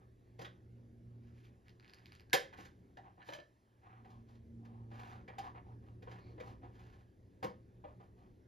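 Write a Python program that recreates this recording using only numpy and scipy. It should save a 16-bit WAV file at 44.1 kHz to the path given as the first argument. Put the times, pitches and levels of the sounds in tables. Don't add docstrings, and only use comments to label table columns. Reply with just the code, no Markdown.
import sys
import numpy as np
from scipy import signal
from scipy.fft import rfft, irfft, next_fast_len
from scipy.io import wavfile
from scipy.ndimage import uniform_filter1d

SR = 44100
rng = np.random.default_rng(int(sys.argv[2]) if len(sys.argv) > 2 else 0)


def wav_record(signal):
    frames = np.transpose(np.atleast_2d(signal))
    bounded = np.clip(frames, -1, 1)
    quanta = np.round(bounded * 32767).astype(np.int16)
    wavfile.write(sys.argv[1], SR, quanta)


def gain_from_db(level_db):
    decades = np.asarray(level_db, float) / 20
    return 10 ** decades


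N = 373791


def evened(x):
    return x / np.sqrt(np.mean(abs(x) ** 2) + 1e-20)


def smoothed(x, samples):
    return uniform_filter1d(uniform_filter1d(x, samples), samples)


def read(points, hz):
    f, *columns = np.transpose(points)
    return np.squeeze([np.interp(np.log(hz + 1), np.log(f + 1), c) for c in columns])


def along(rows):
    s, values = np.transpose(rows)
    return np.interp(np.arange(N) / SR, s, values)


def registers(x, spot_hz, air_db):
    size = next_fast_len(len(x) + 512)
    hz = np.fft.rfftfreq(size, 1 / SR)
    low, top = read([(750, 1, 0), (1500, 0, 0), (2100, 0, 0), (5000, 0, 1)], hz)
    deep = 1 / (1 + (0.57 * min(spot_hz, 850) / (hz + 1)) ** 6)
    air = gain_from_db(air_db * np.clip((hz - 6500) / 3000, 0, 1))
    slopes = np.array([low * deep, 1 - low - top, top * air])
    return irfft(rfft(x, size) * slopes, size)[:, :len(x)]


# frequency in Hz, relative level in dB.
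CRACK_COLOUR = [(100, -39), (400, -5), (1200, 1.5), (3000, -8.5), (6500, -19.5), (9000, -24),
                (13000, -23.5), (15500, -35.5)]


def ring_of(thing, spot_hz, favour_db, crack_db):
    t, air_hz = np.arange(4096) / SR, abs(np.fft.fftfreq(4096, 1 / SR))
    hz, db, t60 = np.transpose(thing)[:, :, None]
    level_chance, pitch_chance = rng.standard_normal((2, len(thing), 1))
    near_modes, near_air = [favour_db * np.exp(-(np.log((f + 1) / spot_hz) / 0.18) ** 2) for f in (hz, air_hz)]
    db = db + near_modes + 2.5 * level_chance
    hz = hz * (1 + 0.015 * pitch_chance)
    modes = gain_from_db(db - 60 * t / t60) * np.sin(2 * np.pi * hz * t)
    colour = np.log(gain_from_db(read(CRACK_COLOUR, air_hz) + near_air))
    crack = np.fft.ifft(np.exp(np.conj(signal.hilbert(colour)))).real
    return evened(modes.sum(0)) + gain_from_db(crack_db) * evened(crack)


def struck(rows, contact_s, thing, crack_db):
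    out, t = np.zeros(N + 8192), np.arange(1, 4097) / SR
    push_hz, push_s, push_db = 139, 0.0086, -23
    push = t / push_s * np.exp(1 - t / push_s) * np.sin(2 * np.pi * push_hz * t)
    size = 0.5 * np.sqrt(contact_s * SR + 40)
    for s, db, thud_db, treble_db, spot_hz in rows:
        swell = np.exp(-t / contact_s) * (1 - np.exp(-t / (0.3 * contact_s))) ** 2
        chatter = rng.standard_normal(len(t)) * swell
        ring = ring_of(thing, spot_hz, 12, crack_db - 2.5 - 2.9 * np.log(contact_s / 0.044))
        air_db = -3 + 0.15 * (db + 49.5) + crack_db
        parts = registers(signal.fftconvolve(chatter, ring), spot_hz, air_db)
        sound = sum(gain_from_db(db + d) * size * p / np.linalg.norm(p)
                    for d, p in zip((thud_db, 0, treble_db), parts))
        sound[:len(t)] += gain_from_db(db + thud_db + push_db) * push
        out[round(s * SR):][:len(sound)] += sound
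    return out[:N]


# frequency in Hz, level in dB, time to fade by 60 dB in seconds.
CASE_MODES = [(204, -7, 0.082), (340, -7.5, 0.095), (520, 3.5, 0.041), (632, 1, 0.049), (812, -0.5, 0.05),
              (1100, -10, 0.02), (1570, 2, 0.0081), (1910, -1.5, 0.019), (2044, 2, 0.019),
              (2760, -8.5, 0.017), (3190, -5.5, 0.02), (3620, -5, 0.0082), (4170, -10.5, 0.024),
              (4764, -1, 0.0077), (5350, -12.5, 0.011), (6450, -16.5, 0.022)]
# start in seconds, level in dB before contact time scales it, treble in dB over the middle.
LATCH_TICKS = [(1.683, -53.5, -7), (1.695, -60, 0), (1.798, -53.5, -6), (1.8272, -57.5, -14),
               (1.846, -51.5, -15), (1.862, -57.5, -17), (1.879, -61.5, 2), (1.8969, -53, -4),
               (1.936, -50, 1.5), (1.9859, -54.5, -11), (2.0581, -49.5, -2), (2.121, -47.5, -8),
               (2.1514, -53.5, -2.5), (2.1973, -51.5, -6), (2.2068, -53.5, -9), (2.2982, -55.5, -6)]


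def latch():
    thud_db = -16
    rebound_s, rebound_db = 0.009, -6.5
    ticks = [(s, db, thud_db, treble_db, 4800) for s, db, treble_db in LATCH_TICKS]
    ticks += [(s + rebound_s, db + rebound_db, *rest) for s, db, *rest in ticks]
    snap = [(2.3308, -16.5, thud_db, -8, 1800)]  # seconds, dB, thud dB, treble dB, favoured Hz
    return struck(ticks, 0.0004, CASE_MODES, 4) + struck(snap, 0.0025, CASE_MODES, 3)


# start in seconds, level in dB before contact time scales it,
# thud and treble in dB over the middle, pitch the touched spot favours in Hz.
CASE_KNOCKS = [(0.3885, -54, 11.5, -5, 191), (0.4126, -49.5, 5.5, -5, 340), (0.4446, -45, -3, -9.5, 3380),
               (2.3325, -27, 4, 0, 563), (2.338, -36, 4, -1, 812), (2.583, -54.5, 8.5, -22, 340),
               (2.647, -52.5, -7, -9, 1500), (2.975, -57.5, 9.5, -17, 812), (3.172, -76.5, 18.5, -20, 190),
               (4.045, -60.5, 4, -22, 800), (4.284, -71.5, 9, -3.5, 1100), (4.1007, -72.5, 7, 0.5, 647.5),
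               (4.3494, -74, 6.5, -0.5, 605), (4.6476, -62, 2.5, -9.5, 225), (4.911, -61, 9, -17, 607),
               (5.2767, -49.5, 0.5, -16, 2232), (5.293, -55.5, 6, -25, 790), (5.3808, -46.5, 10.5, -5, 812),
               (5.446, -64, 10, -6.5, 520), (6.0214, -58.5, 6, -9, 602), (6.0698, -56, 10.5, -38, 520),
               (6.1109, -55, 2, -8.5, 390), (6.3761, -59, 11.5, -25, 554), (6.398, -48.5, 8, -14, 458),
               (6.6274, -63.5, 15.5, -18, 340), (7.4256, -42.5, 8, -10.5, 303.6), (7.438, -46, 14, -5, 191),
               (7.839, -59, 19, -23.5, 570), (7.999, -66.5, 15, -13.5, 600)]


def knocks():
    return struck(CASE_KNOCKS, 0.011, CASE_MODES, 0)


# frequency in Hz, level in dB, time to fade by 60 dB in seconds.
DISC_MODES = [(357, -6, 0.061), (554, -14, 0.019), (651, 1, 0.049), (1003, -2, 0.025), (1770, 4.5, 0.03),
              (3070, -3, 0.018), (3960, 2, 0.013), (4800, -19, 0.037), (5920, -15.5, .03)]
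# start in seconds, level in dB before contact time scales it,
# thud and treble in dB over the middle.
DISC_RATTLE = [(2.97, -49, 1.5, -15.5), (3.203, -59, -8, -24), (3.216, -51.5, -16, -32),
               (3.225, -51, -24, -21), (3.287, -45, 8, -9), (3.297, -47.5, 6.5, -16),
               (3.3221, -45.5, 5, -15), (3.334, -44.5, -2, -2), (3.346, -49, 7.5, -6),
               (3.3853, -52, 9.5, -20), (3.399, -51, 0, -9.5)]


def rattle():
    return struck([(*row, 577) for row in DISC_RATTLE], 0.0045, DISC_MODES, -5.5)


# start in seconds, length in seconds (at most 0.45 is used),
# level in dB before the pressure shapes it, thud and treble in dB over the middle.
FINGER_RUBS = [(0, 0.055, -79.5, 7, -26), (0.381, 0.076, -67, -8, -11), (1.2, 0.18, -83, -11, -7),
               (1.339, 0.11, -77.5, -13, -6.5), (1.424, 0.078, -73, -14, -5.5),
               (1.52, 0.042, -80.5, -11, -22), (1.639, 0.076, -79, -7, -12), (1.79, 0.36, -73.5, -6, -11.5),
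               (2.04, 0.21, -74, -27, -8), (2.522, 0.041, -57, -0.5, -15.5), (2.56, 0.14, -64, -3.5, -6),
               (3.02, 0.11, -71.5, 8, -34), (3.17, 0.1, -72.5, 7, -28), (3.24, 0.16, -65, -3, -4),
               (3.81, 0.25, -70, 4, -30.5), (4.02, 0.23, -80, 11, -8), (4.26, 0.14, -85, 6.5, -2.5),
               (4.58, 0.37, -85, 15.5, -15), (4.9, 0.32, -62.5, 3, -12), (5.1, 0.17, -71.5, 3, -18),
               (5.28, 0.16, -73.5, 3, -33.5), (5.39, 0.14, -62, 9.5, -14.5), (5.54, 0.077, -65.5, 8, -25.5),
               (5.639, 0.13, -82.5, 17.5, -10), (5.81, 0.14, -79.5, 5.5, -13.5),
               (6.05, 0.18, -64, 1.5, -16), (6.19, 0.24, -79.5, 5, -9), (6.39, 0.18, -69, 9, -7.5),
               (6.61, 0.12, -74, 7.5, -20), (6.7, 0.38, -72, 0, -9.5), (7.44, 0.1, -70.5, 9.5, -23),
               (7.85, 0.097, -73, 8, -19), (7.99, 0.1, -75, 4.5, -14), (8.151, 0.16, -82, 9, -9.5)]


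def rubbing():
    out, half = np.zeros(N + SR), SR // 2
    slips_per_second = 5000
    for s, length, db, thud_db, treble_db in FINGER_RUBS:
        spot_hz = 1520 * 2 ** (-thud_db / 21)
        draw = rng.random((4, half))
        sizes = (draw[0] - 0.5) * (1 - draw[1]) ** -0.2
        slips = sizes * (draw[2] < slips_per_second / SR)
        ring = ring_of(CASE_MODES, spot_hz, favour_db=3, crack_db=13)
        parts = registers(signal.fftconvolve(slips, ring)[:half], spot_hz, air_db=-2.5)
        u = np.clip(np.arange(half) / SR / min(length, 0.45), 0, 1)
        grip = evened(smoothed(draw[3] - 0.5, 500))
        pressure = np.sin(np.pi * u ** 0.75) ** 1.3 * gain_from_db(2.1 * grip)
        sound = sum(gain_from_db(db + d) * evened(p) for d, p in zip((thud_db, 0, treble_db), parts))
        out[round(s * SR):][:half] += pressure * sound
    return out[:N]


# start in seconds, length in seconds, level in dB before shaping.
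SLEEVE_SQUEAK = (6.19, 0.14, -77)
# frequency in Hz, width in Hz, level in dB relative to each other.
SQUEAK_RESONANCES = [(2240, 500, -2), (4300, 750, -3.5)]


def squeak():
    s, length, db = SLEEVE_SQUEAK
    hz = np.fft.rfftfreq(N, 1 / SR)
    bands = sum(gain_from_db(d) / (1 + (2 * (hz - f) / width) ** 2) for f, width, d in SQUEAK_RESONANCES)
    stroke = np.sin(np.pi * np.clip((np.arange(N) / SR - s) / length, 0, 1)) ** 0.24
    return gain_from_db(db) * stroke * evened(irfft(rfft(rng.standard_normal(N)) * bands, N))


# frequency in Hz, time to fade by 60 dB in seconds.
ROOM_FADE = [(200, .35), (800, 0.27), (2300, 0.27), (6000, 0.24), (14000, 0.17)]


def room(x):
    taps = np.zeros((2, SR // 2))
    at = np.arange(100, SR // 2 - 20, 20) + rng.integers(0, 20, (2, (SR // 2 - 101) // 20))
    np.put_along_axis(taps, at, rng.choice([-1., 1.], at.shape), 1)
    hz, t, z = signal.stft(taps, SR, nperseg=256)
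    fade = gain_from_db(-60 * t / read(ROOM_FADE, hz)[:, None])
    tail = signal.istft(z * fade, SR, nperseg=256)[1]
    return signal.oaconvolve(x[None], tail / np.linalg.norm(tail[0]), axes=1)[:, :N]


def waver():
    return evened(smoothed(rng.standard_normal(N), 3000))


# time in seconds, frequency in Hz.
MOTOR_PITCH = [(.5, 117), (1.25, 117.2), (3.65, 115.3), (6.3, 114.6)]
# time in seconds, level in dB rms before a small waver.
MOTOR_LEVEL = [(0, -70), (.5, -63), (1.25, -57), (1.65, -71), (2.3, -72.5), (2.8, -87.5), (3.55, -84.5),
               (3.95, -62), (4.45, -63), (4.85, -52), (5.1, -58.5), (5.4, -64), (5.75, -56), (6.3, -60.5),
               (6.8, -61.5), (7.1, -74), (8.47, -69)]
# middle in seconds, half width in seconds, peak in dB rms before a waver.
OCTAVE_SWELLS = [(1.1, 0.26, -64.5), (4.2, 0.14, -64.5), (4.66, 0.14, -58.5), (5.15, 0.24, -65.5)]


def motor_hum():
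    t, turns = np.arange(N) / SR, np.cumsum(along(MOTOR_PITCH)) / SR
    motor = gain_from_db(along(MOTOR_LEVEL) + 0.72 * waver()) * np.sin(2 * np.pi * turns)
    swells = sum(gain_from_db(db) * np.exp(-0.5 * ((t - s) / width) ** 2) for s, width, db in OCTAVE_SWELLS)
    octave = swells * gain_from_db(1.6 * waver()) * np.sin(4 * np.pi * turns + 1)
    return np.sqrt(2) * (motor + octave)


# frequency in Hz, level in dB relative to the mains.
DRONE_TONES = [(182.2, -5.5), (364.5, -10)]


def mains_hum():
    t, mains_hz = np.arange(N) / SR, 120.03
    tones = [(mains_hz, 0)] + DRONE_TONES
    steady = sum(gain_from_db(d) * np.sin(2 * np.pi * (f * t + rng.random())) for f, d in tones)
    return np.sqrt(2) * gain_from_db(along(RUMBLE_LEVEL) - 8 + 3 * waver()) * steady


def noise(colour, patchy_db):
    frames, hz = N // 512 + 5, np.fft.rfftfreq(2048, 1 / SR)
    a, b = rng.standard_normal((2, 2, frames, 1025)).transpose(0, 1, 3, 2)
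    patches = rng.standard_normal((frames, 1025))
    patches = evened(uniform_filter1d(uniform_filter1d(patches, 8, 0), 12, 1)).T
    z = (a + 1j * b) * gain_from_db(read(colour, hz)[:, None] + patchy_db * patches)
    return evened(signal.istft(z, nperseg=2048, noverlap=1536)[1][:, :N])


# time in seconds, level in dB rms.
RUMBLE_LEVEL = [(0.0, -65.5), (0.8, -62.5), (1.84, -65.5), (2.95, -63.5), (3.61, -76.5), (4.08, -63.5),
                (5.1, -58.5), (5.99, -60.5), (6.46, -55), (7.1, -65), (7.57, -61.5), (8.47, -63)]
# frequency in Hz, relative level in dB per Hz.
RUMBLE_COLOUR = [(20, -38), (33, -18.5), (45, -12), (80, -1), (150, -17.5), (185, -13), (260, -13),
                 (380, -14.5), (520, -22.5), (800, -39), (1500, -80.5)]


def rumble():
    return gain_from_db(along(RUMBLE_LEVEL)) * noise(RUMBLE_COLOUR, patchy_db=-1.0)


# frequency in Hz, relative level in dB per Hz.
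HISS_COLOUR = [(300, -4.5), (700, -7.5), (1200, -9), (2500, -19.5), (5000, -24.5), (9000, -28),
               (13000, -32.5), (14000, -46.5)]


def hiss():
    return gain_from_db(-77.5) * noise(HISS_COLOUR, patchy_db=2.0)


def scene():
    case = latch() + knocks() + rattle() + rubbing() + squeak()
    scatter = rng.standard_normal(400) * np.exp(-np.arange(400) / SR / 0.0034)
    scattered = signal.oaconvolve(case, scatter / np.linalg.norm(scatter))[:N]
    near = np.array([case, scattered])
    return near + gain_from_db(-6.5) * room(case) + motor_hum() + mains_hum() + rumble() + hiss()


def top_cut(x):
    return signal.sosfilt(signal.butter(12, 16470, fs=SR, output="sos"), x)


# frequency in Hz, likeness of left and right from 0 to 1,
# left over right in dB, radians by which the left leads.
STEREO_WIDENING = [(100, .985, .3, 0), (350, .8, 1.5, .5), (700, .75, 1, 1.0), (1050, .85, 2, 2.4),
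                   (1300, .88, -4, 3.0), (1600, .8, -9, 3.5), (1700, .85, -9, 6.8), (2200, .94, -4, 6.8),
                   (3400, .99, 0, 6.5), (5000, .99, 0, 6.3), (5800, .85, 0, 5.4), (6900, .85, 0, 5.1),
                   (8300, .99, 0, 3.14), (11300, .96, 0, 0), (13000, .96, 0, 0), (14000, .9, 0, -3.1)]


def record(dry):
    size = next_fast_len(N + 8192)
    first, other = rfft(dry, size)
    same, balance_db, lead = read(STEREO_WIDENING, np.fft.rfftfreq(size, 1 / SR))
    same = np.clip(same, 0, 1)
    turn = gain_from_db(balance_db / 2) * np.exp(0.5j * lead)
    left = first * turn
    right = (same * first + np.sqrt(1 - same ** 2) * other) / turn
    mix = irfft(np.array([left, right]), size)[:, :N]
    return top_cut(mix)


dry = scene()
out = record(dry)
wav_record(out)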